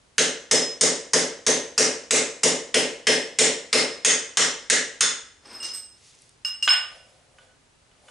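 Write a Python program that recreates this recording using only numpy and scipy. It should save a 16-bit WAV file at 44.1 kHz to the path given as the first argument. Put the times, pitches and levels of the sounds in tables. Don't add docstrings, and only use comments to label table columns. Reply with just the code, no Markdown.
import sys
import numpy as np
from scipy import signal
from scipy.fft import rfft, irfft, next_fast_len
from scipy.io import wavfile
from scipy.ndimage import uniform_filter1d, minimum_filter1d

SR = 44100
rng = np.random.default_rng(int(sys.argv[2]) if len(sys.argv) > 2 else 0)


def output_pcm(signal):
    pcm = np.clip(np.atleast_2d(signal).T, -1, 1) * 32767
    wavfile.write(sys.argv[1], SR, np.round(pcm).astype(np.int16))


def decibels_to_gain(level_db):
    exponent = np.asarray(level_db, float) / 20
    return 10 ** exponent


N = 357210
T = np.arange(round(.6 * SR)) / SR

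# start_s, level_db, low_clang_db, middle_clang_db, punch_ring_db (last three against level_db)
HAMMER_BLOWS = [(.181, -24, -11, -5.5, -19), (0.5116, -24.5, -12, -12, -7),
                (0.8099, -21.5, -12.5, -17.5, -30.5), (1.1333, -25, -10.5, -13, -24.5),
                (1.465, -24.5, -10.5, -12, -32.5), (1.7784, -21.5, -10.5, -14, -19.5),
                (2.1083, -21, -10.5, -12.5, -21), (2.433, -24, -10.5, -15.5, -26.5),
                (2.7417, -26.5, -5, -4.5, -16), (3.069, -25, -5, -2, -8), (3.387, -20, -13, -9, -27),
                (3.7283, -23.5, -8, -7, -8), (4.0478, -19.5, -12, -9.5, -29), (4.371, -21, -9, -9.5, -17),
                (4.699, -22.5, -11, -10.5, -33), (5.007, -23.5, -11, -8, -19)]
# time_s, thud_db
GRIP_ON_FRAME = [(.18, -31.5), (.5, -28.5), (3.8, -27.5), (4.0, -34), (4.75, -35), (5.0, -45)]
# pitch_hz, level_db
CRACK_COLOUR = [(300, -33), (700, -11.5), (1200, -5.5), (1900, 1), (2600, -2.5), (3500, 0.5), (4200, -1.5),
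                (5500, 7), (6500, 10), (7700, 3.5), (8500, 5.5), (10000, -4), (11000, -8)]
# pitch_hz, level_db, t60_s (time to fall by 60 dB)
TUBE_MODES = [(1600, -12, .04), (1850, -2, .07), (2150, -3, .07), (3160, -4, .03), (3550, -7, .025),
              (4400, -6, .025), (5780, 2, .04), (6150, 1, .03), (6550, -1, .04), (7000, -1, .03),
              (7280, -1, .06), (8250, 0, .03), (8850, -4, .03)]
# pitch_hz, level_db, t60_s
PUNCH_MODES = [(2830, 0, 0.21), (2850, -6, 0.2), (5132, 3, 0.19), (5170, -5, 0.11), (8200, -5.5, 0.25),
               (12850, 18, .3)]
# pitch_hz, level_db, t60_s
FRAME_MODES = [(245.2, -4, 0.21), (315.4, -7.5, 0.13), (338, -24.5, 0.19), (437, 2.5, 0.33),
               (447, -2.5, 0.4), (487, -15, 0.25), (560, -1.5, 0.042), (570, -13.5, 0.39),
               (614.5, -5.5, 0.29), (699, -11.5, 0.15), (794, -13.5, 0.35)]
# pitch_hz, level_db, t60_s
STAND_MODES = [(96.6, -5, 0.18), (167.9, -2, 0.35), (262.1, -5, 0.52)]
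# pitch_hz, level_db
THUD_COLOUR = [(110, -48), (170, -59.5), (260, -4.5), (340, -7.5), (450, 4.5), (600, -11.5), (800, -32),
               (1400, -18.5)]
# start_s, click_db, ring_db (against the click), low_modes_db, high_modes_db
PUNCH_TAPS = [(5.454, -51, 4, -25, 0.5), (5.601, -44, 10, -1.5, 2.5), (5.628, -21, -3, -9.5, -2),
              (5.644, -22, -10, 0, 2.5), (5.67, -27, -4.5, -12, -0.5), (5.735, -33.5, 0, -9, 11.5),
              (5.745, -26.5, -3, -6, 8.5), (6.4479, -23, 4, -2.5, -8), (6.6251, -17.5, -2, 4.5, -0.4),
              (6.691, -19, 12.5, -7.5, -11.5)]
# pitch_hz, level_db
CLICK_COLOUR = [(600, -44.5), (1200, 1), (3000, -1), (5500, 9.5), (7200, 2), (9000, 4.5), (11000, -22.5)]
# peak_s, rise_s, fall_s, rasp_db, ring_db
SCRAPE_PULLS = [(5.455, .025, 0.17, -58, -42), (5.53, 0.097, 0.21, -51.5, -34),
                (5.66, .08, 0.087, -57, -44), (5.76, 0.14, 0.046, -65.5, -28)]
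# pitch_hz, level_db (per Hz)
RASP_COLOUR = [(120, -41), (200, -3), (1110, -4.5), (4160, -12), (5170, -7), (5530, -9), (8270, -28.5),
               (11000, -20.5), (14300, -42), (22000, -120)]
# start_s, level_db, centre_hz, width_octaves
SET_DOWN_KNOCKS = [(6.15, -37, 6000, 1.1), (6.189, -40, 6800, .55), (6.2197, -25.5, 9800, .7),
                   (6.2927, -34.5, 7000, 1.1), (6.4486, -28.5, 1720, 1.2), (6.6762, -6, 1760, 1.3),
                   (6.6856, -6.5, 2870, 0.47), (6.704, -11, 2500, 0.92), (7.3846, -42.5, 1520, 1.8),
                   (7.9124, -52, 1840, 1.2), (8.082, -40, 1350, 1.5)]
# pitch_hz, level_db, t60_s
BENCH_MODES = [(330, -16, .05), (700, -9.5, 0.063), (1208, -2.5, 0.11), (1487, 6.5, 0.09),
               (2320, -20, 0.038), (2971, 9, 0.076), (3425, 8.5, 0.023), (6940, 5.5, 0.024)]
# centre_hz, echo_db
KNOCK_ECHO = [(1400, 5), (2800, -0.5), (7000, -15.5)]
# peak_s, rise_s, fall_s, level_db
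GLOVE_RUSTLES = [(6.065, 0.17, .2, -57.5), (6.215, 0.061, .16, -65)]
# pitch_hz, level_db (per Hz)
RUSTLE_COLOUR = [(1180, -24.5), (2000, 0.5), (3160, 1), (3540, 3), (6090, 5), (11000, -2), (14300, -19),
                 (22000, -120)]
# peak_s, rise_s, fall_s, level_db
HOLLOW_DRONES = [(6.96, 0.28, 0.098, -55.5), (7.09, 0.089, 0.37, -63), (7.436, 0.163, 0.078, -63),
                 (8.09, 0.14, .2, -56)]
# pitch_hz, level_db (per Hz)
DRONE_COLOUR = [(350, -25), (520, 16.5), (620, 13.5), (740, 13.5), (1000, -2.5)]
# pitch_hz, level_db (per Hz)
AIR_COLOUR = [(15, -41), (25, -11), (128, -8), (188, -15.5), (269, -12.5), (306, -18), (415, -12.5),
              (460, -15), (710, -17), (1280, -19), (8240, -26), (11200, -31.5), (14600, -68.5),
              (22000, -120)]
# pitch_hz, likeness (1 = the same)
AIR_LIKENESS = [(60, 1), (350, 0.35), (2010, 0.14), (11600, 0.6)]
# pitch_hz, t60_s
ROOM_DECAY = [(150, 0.33), (500, 0.39), (2000, 0.39), (5000, 0.34), (8000, 0.32), (11000, 0.21)]
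# pitch_hz, likeness (1 = the same)
ECHO_LIKENESS = [(60, 0.66), (170, 1), (490, 0.9), (1410, 0.57), (4050, 0.72), (11600, 0.67)]
# pitch_hz, level_db
NEAR_BASS_CUT = [(40, -22), (100, -10), (160, 0)]
# pitch_hz, left_minus_right_db
SIDE_LEAN = [(200, 0), (700, 1.2), (1500, 1.2), (3000, .3), (10000, -.2)]
# pitch_hz, level_db
TOP_CUT = [(10900, 3), (11300, -27.5), (16000, -36.5)]


def hammer():
    out = np.zeros((2, N))
    boom = echo(pulse(THUD_COLOUR), rise=0.064)
    for start, level_db, low_db, middle_db, ring_db in HAMMER_BLOWS:
        thud_db = np.interp(start, *np.transpose(GRIP_ON_FRAME))
        seat = [(1700, low_db), (3000, middle_db), (5500, -15.5)]
        bands = np.arange(300, 11500, 230)
        chance_db = 3.5 * rng.standard_normal(len(bands))
        colour_db = along(CRACK_COLOUR, bands) + along(seat, bands) + chance_db
        colour = np.transpose([bands, colour_db])

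        tube = decibels_to_gain(-5) * ring(TUBE_MODES, scatter_db=2.0)
        clang = filtered(tube, lambda hz: decibels_to_gain(along(seat, hz)))
        punch = decibels_to_gain(ring_db + 9.0) * ring(PUNCH_MODES, 1.4, low_db=-18.5, high_db=-14)

        frame = decibels_to_gain(12.5) * (1 - np.exp(-T / 0.082)) * ring(FRAME_MODES, scatter_db=1.3)
        thud = decibels_to_gain(thud_db) * (frame + decibels_to_gain(37.0) * boom)
        stand = (1 - np.exp(-T / 0.032)) * ring(STAND_MODES, scatter_db=1.4)
        stand = decibels_to_gain(-12.5 + 0.56 * thud_db) * stand

        crack = decibels_to_gain(10.0) * burst(colour, 0.11)
        sent_to_room = decibels_to_gain(34.5) * pulse(colour) + decibels_to_gain(16) * clang + decibels_to_gain(3.0) * punch
        steel = crack + clang + punch + echo(sent_to_room)
        add(out, start, decibels_to_gain(level_db) * steel + thud + stand)
    return out


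def taps():
    out = np.zeros((2, N))
    for start, level_db, ring_db, low_db, high_db in PUNCH_TAPS:
        sing = decibels_to_gain(ring_db - 8) * ring(PUNCH_MODES, 1.5, low_db, high_db)
        click = decibels_to_gain(-13.5) * burst(CLICK_COLOUR, 0.038)
        sent_to_room = decibels_to_gain(11.0) * pulse(CLICK_COLOUR) + decibels_to_gain(-3.0) * sing
        add(out, start, decibels_to_gain(level_db) * (click + sing + echo(sent_to_room, rise=0.007)))
    return out


def scrape():
    rasp_gain, sing_gain = strokes(SCRAPE_PULLS)
    slips = rng.standard_normal(N)
    unevenness = uniform_filter1d(rng.exponential(size=N) ** 3, size=60)
    slips = unit(slips * unevenness)
    punch = decibels_to_gain(-41.5) * ring(PUNCH_MODES, 0, low_db=-42, high_db=-5.0)
    singing = signal.fftconvolve(sing_gain * slips, punch)[:N]
    rasp = unit(noise(RASP_COLOUR, N) * (1 + 0.32 * np.abs(slips)))
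    return rasp_gain * decibels_to_gain(1.5) * rasp + singing


def knocks():
    out = np.zeros((2, N))
    for start, level_db, centre, octaves in SET_DOWN_KNOCKS:
        echo_db = along(KNOCK_ECHO, centre)
        colour = [(centre * 2 ** (-2 * octaves), -50),
                  (centre * 2 ** -octaves, -7),
                  (centre, 0),
                  (centre * 2 ** (0.69 * octaves), -4),
                  (centre * 2 ** (1.7 * octaves), -30)]
        bench = decibels_to_gain(echo_db - 24) * (centre < 4000) * ring(BENCH_MODES, 1.5)
        hit = decibels_to_gain(-8.5) * burst(colour, 55 / centre)
        sent_to_room = decibels_to_gain(echo_db + 5) * pulse(colour) + decibels_to_gain(-4) * bench
        add(out, start, decibels_to_gain(level_db) * (hit + bench + echo(sent_to_room)))
    return out


def hands():
    rustle = strokes(GLOVE_RUSTLES)[0] * noise(RUSTLE_COLOUR, N)
    drone = strokes(HOLLOW_DRONES)[0] * noise(DRONE_COLOUR, N)
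    return rustle + drone


def air():
    pair = np.array([noise(AIR_COLOUR, N), noise(AIR_COLOUR, N)])
    return decibels_to_gain(-63.5) * spread(pair, AIR_LIKENESS)


def echo(x, rise=0.035):
    hz, t, z = signal.stft(rng.standard_normal((2, len(T))), SR, nperseg=256)
    fall_db = -60 * t / along(ROOM_DECAY, hz)[:, None]
    gain = decibels_to_gain(fall_db) + decibels_to_gain(-19.0 + .5 * fall_db)
    tail = signal.istft(z * gain, SR, nperseg=256)[1][:, :len(T)]
    tail = spread(tail * (1 - np.exp(-T / rise)), ECHO_LIKENESS)
    tail = tail / np.linalg.norm(tail[0])
    return signal.fftconvolve(x[None], tail, axes=1)[:, :len(x)]


def ring(modes, scatter_db, low_db=0, high_db=0):
    hz, db, t60 = np.transpose(modes)[:, :, None]
    db = db + scatter_db * rng.standard_normal(hz.shape)
    db = db + low_db * (hz < 4000) + high_db * (hz > 6000)
    tones = decibels_to_gain(db - 60 * T / t60) * np.sin(2 * np.pi * hz * T)
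    return (1 - np.exp(-T / 0.0013)) * np.sum(tones, axis=0)


def burst(spectrum, t60):
    return decibels_to_gain(-60 * T / t60) * (1 - np.exp(-T / 0.00048)) * noise(spectrum, len(T))


def pulse(spectrum):
    spike = 1. * (np.arange(len(T)) == 40)
    x = filtered(spike, lambda hz: decibels_to_gain(along(spectrum, hz)))
    return x / np.linalg.norm(x)


def noise(spectrum, size):
    return unit(filtered(rng.standard_normal(size), lambda hz: decibels_to_gain(along(spectrum, hz))))


def strokes(rows):
    peak, rise, fall, *cols = np.transpose(rows)[:, :, None]
    late = np.arange(N) / SR - peak
    shape_db = -20 * np.where(late < 0, -late / rise, late / fall)
    return [uniform_filter1d(decibels_to_gain(shape_db + db).sum(axis=0), size=900) for db in cols]


def spread(pair, alike):
    turn = lambda hz: np.arccos(np.clip(along(alike, hz), -1, 1)) / 2
    mid, side = filtered(pair, lambda hz: np.array([np.cos(turn(hz)), np.sin(turn(hz))]))
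    return np.array([mid + side, mid - side])


def filtered(x, response):
    m = next_fast_len(x.shape[-1] + 8192)
    return irfft(rfft(x, m) * response(np.fft.rfftfreq(m, 1 / SR)), m)[..., :x.shape[-1]]


def along(points, hz):
    f, v = np.transpose(points)
    return np.interp(np.log(hz + 1), np.log(f + 1), v)


def unit(x):
    return x / np.sqrt(np.mean(x ** 2) + 1e-20)


def add(out, s, x):
    part = out[:, round(s * SR):][:, :x.shape[1]]
    part += x[:, :part.shape[1]]


def scene():
    moves = scrape() + hands()
    to_the_right = decibels_to_gain([[-.8], [.8]])
    near = hammer() + to_the_right * (taps() + knocks()) + moves + decibels_to_gain(-4.5) * echo(moves)
    halves = [[.5], [-.5]]
    near = filtered(near, lambda hz: decibels_to_gain(along(NEAR_BASS_CUT, hz) + along(SIDE_LEAN, hz) * halves))
    return near + air()


def roll_off(x):
    return signal.sosfilt(signal.butter(12, 12210, fs=SR, output="sos"), x)


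def record(dry):
    heard = filtered(dry, lambda hz: decibels_to_gain(along(TOP_CUT, hz)))
    peak_db = 20 * np.log10(np.abs(heard).max(axis=0) + 1e-9)
    need_db = np.minimum(0, -6 - peak_db)
    ramp = 110 * np.arange(N) / SR
    held_db = np.minimum.accumulate(minimum_filter1d(need_db, size=33) - ramp) + ramp
    limited = heard * decibels_to_gain(uniform_filter1d(held_db, size=17))
    return roll_off(limited)


dry = scene()
out = record(dry)
output_pcm(out)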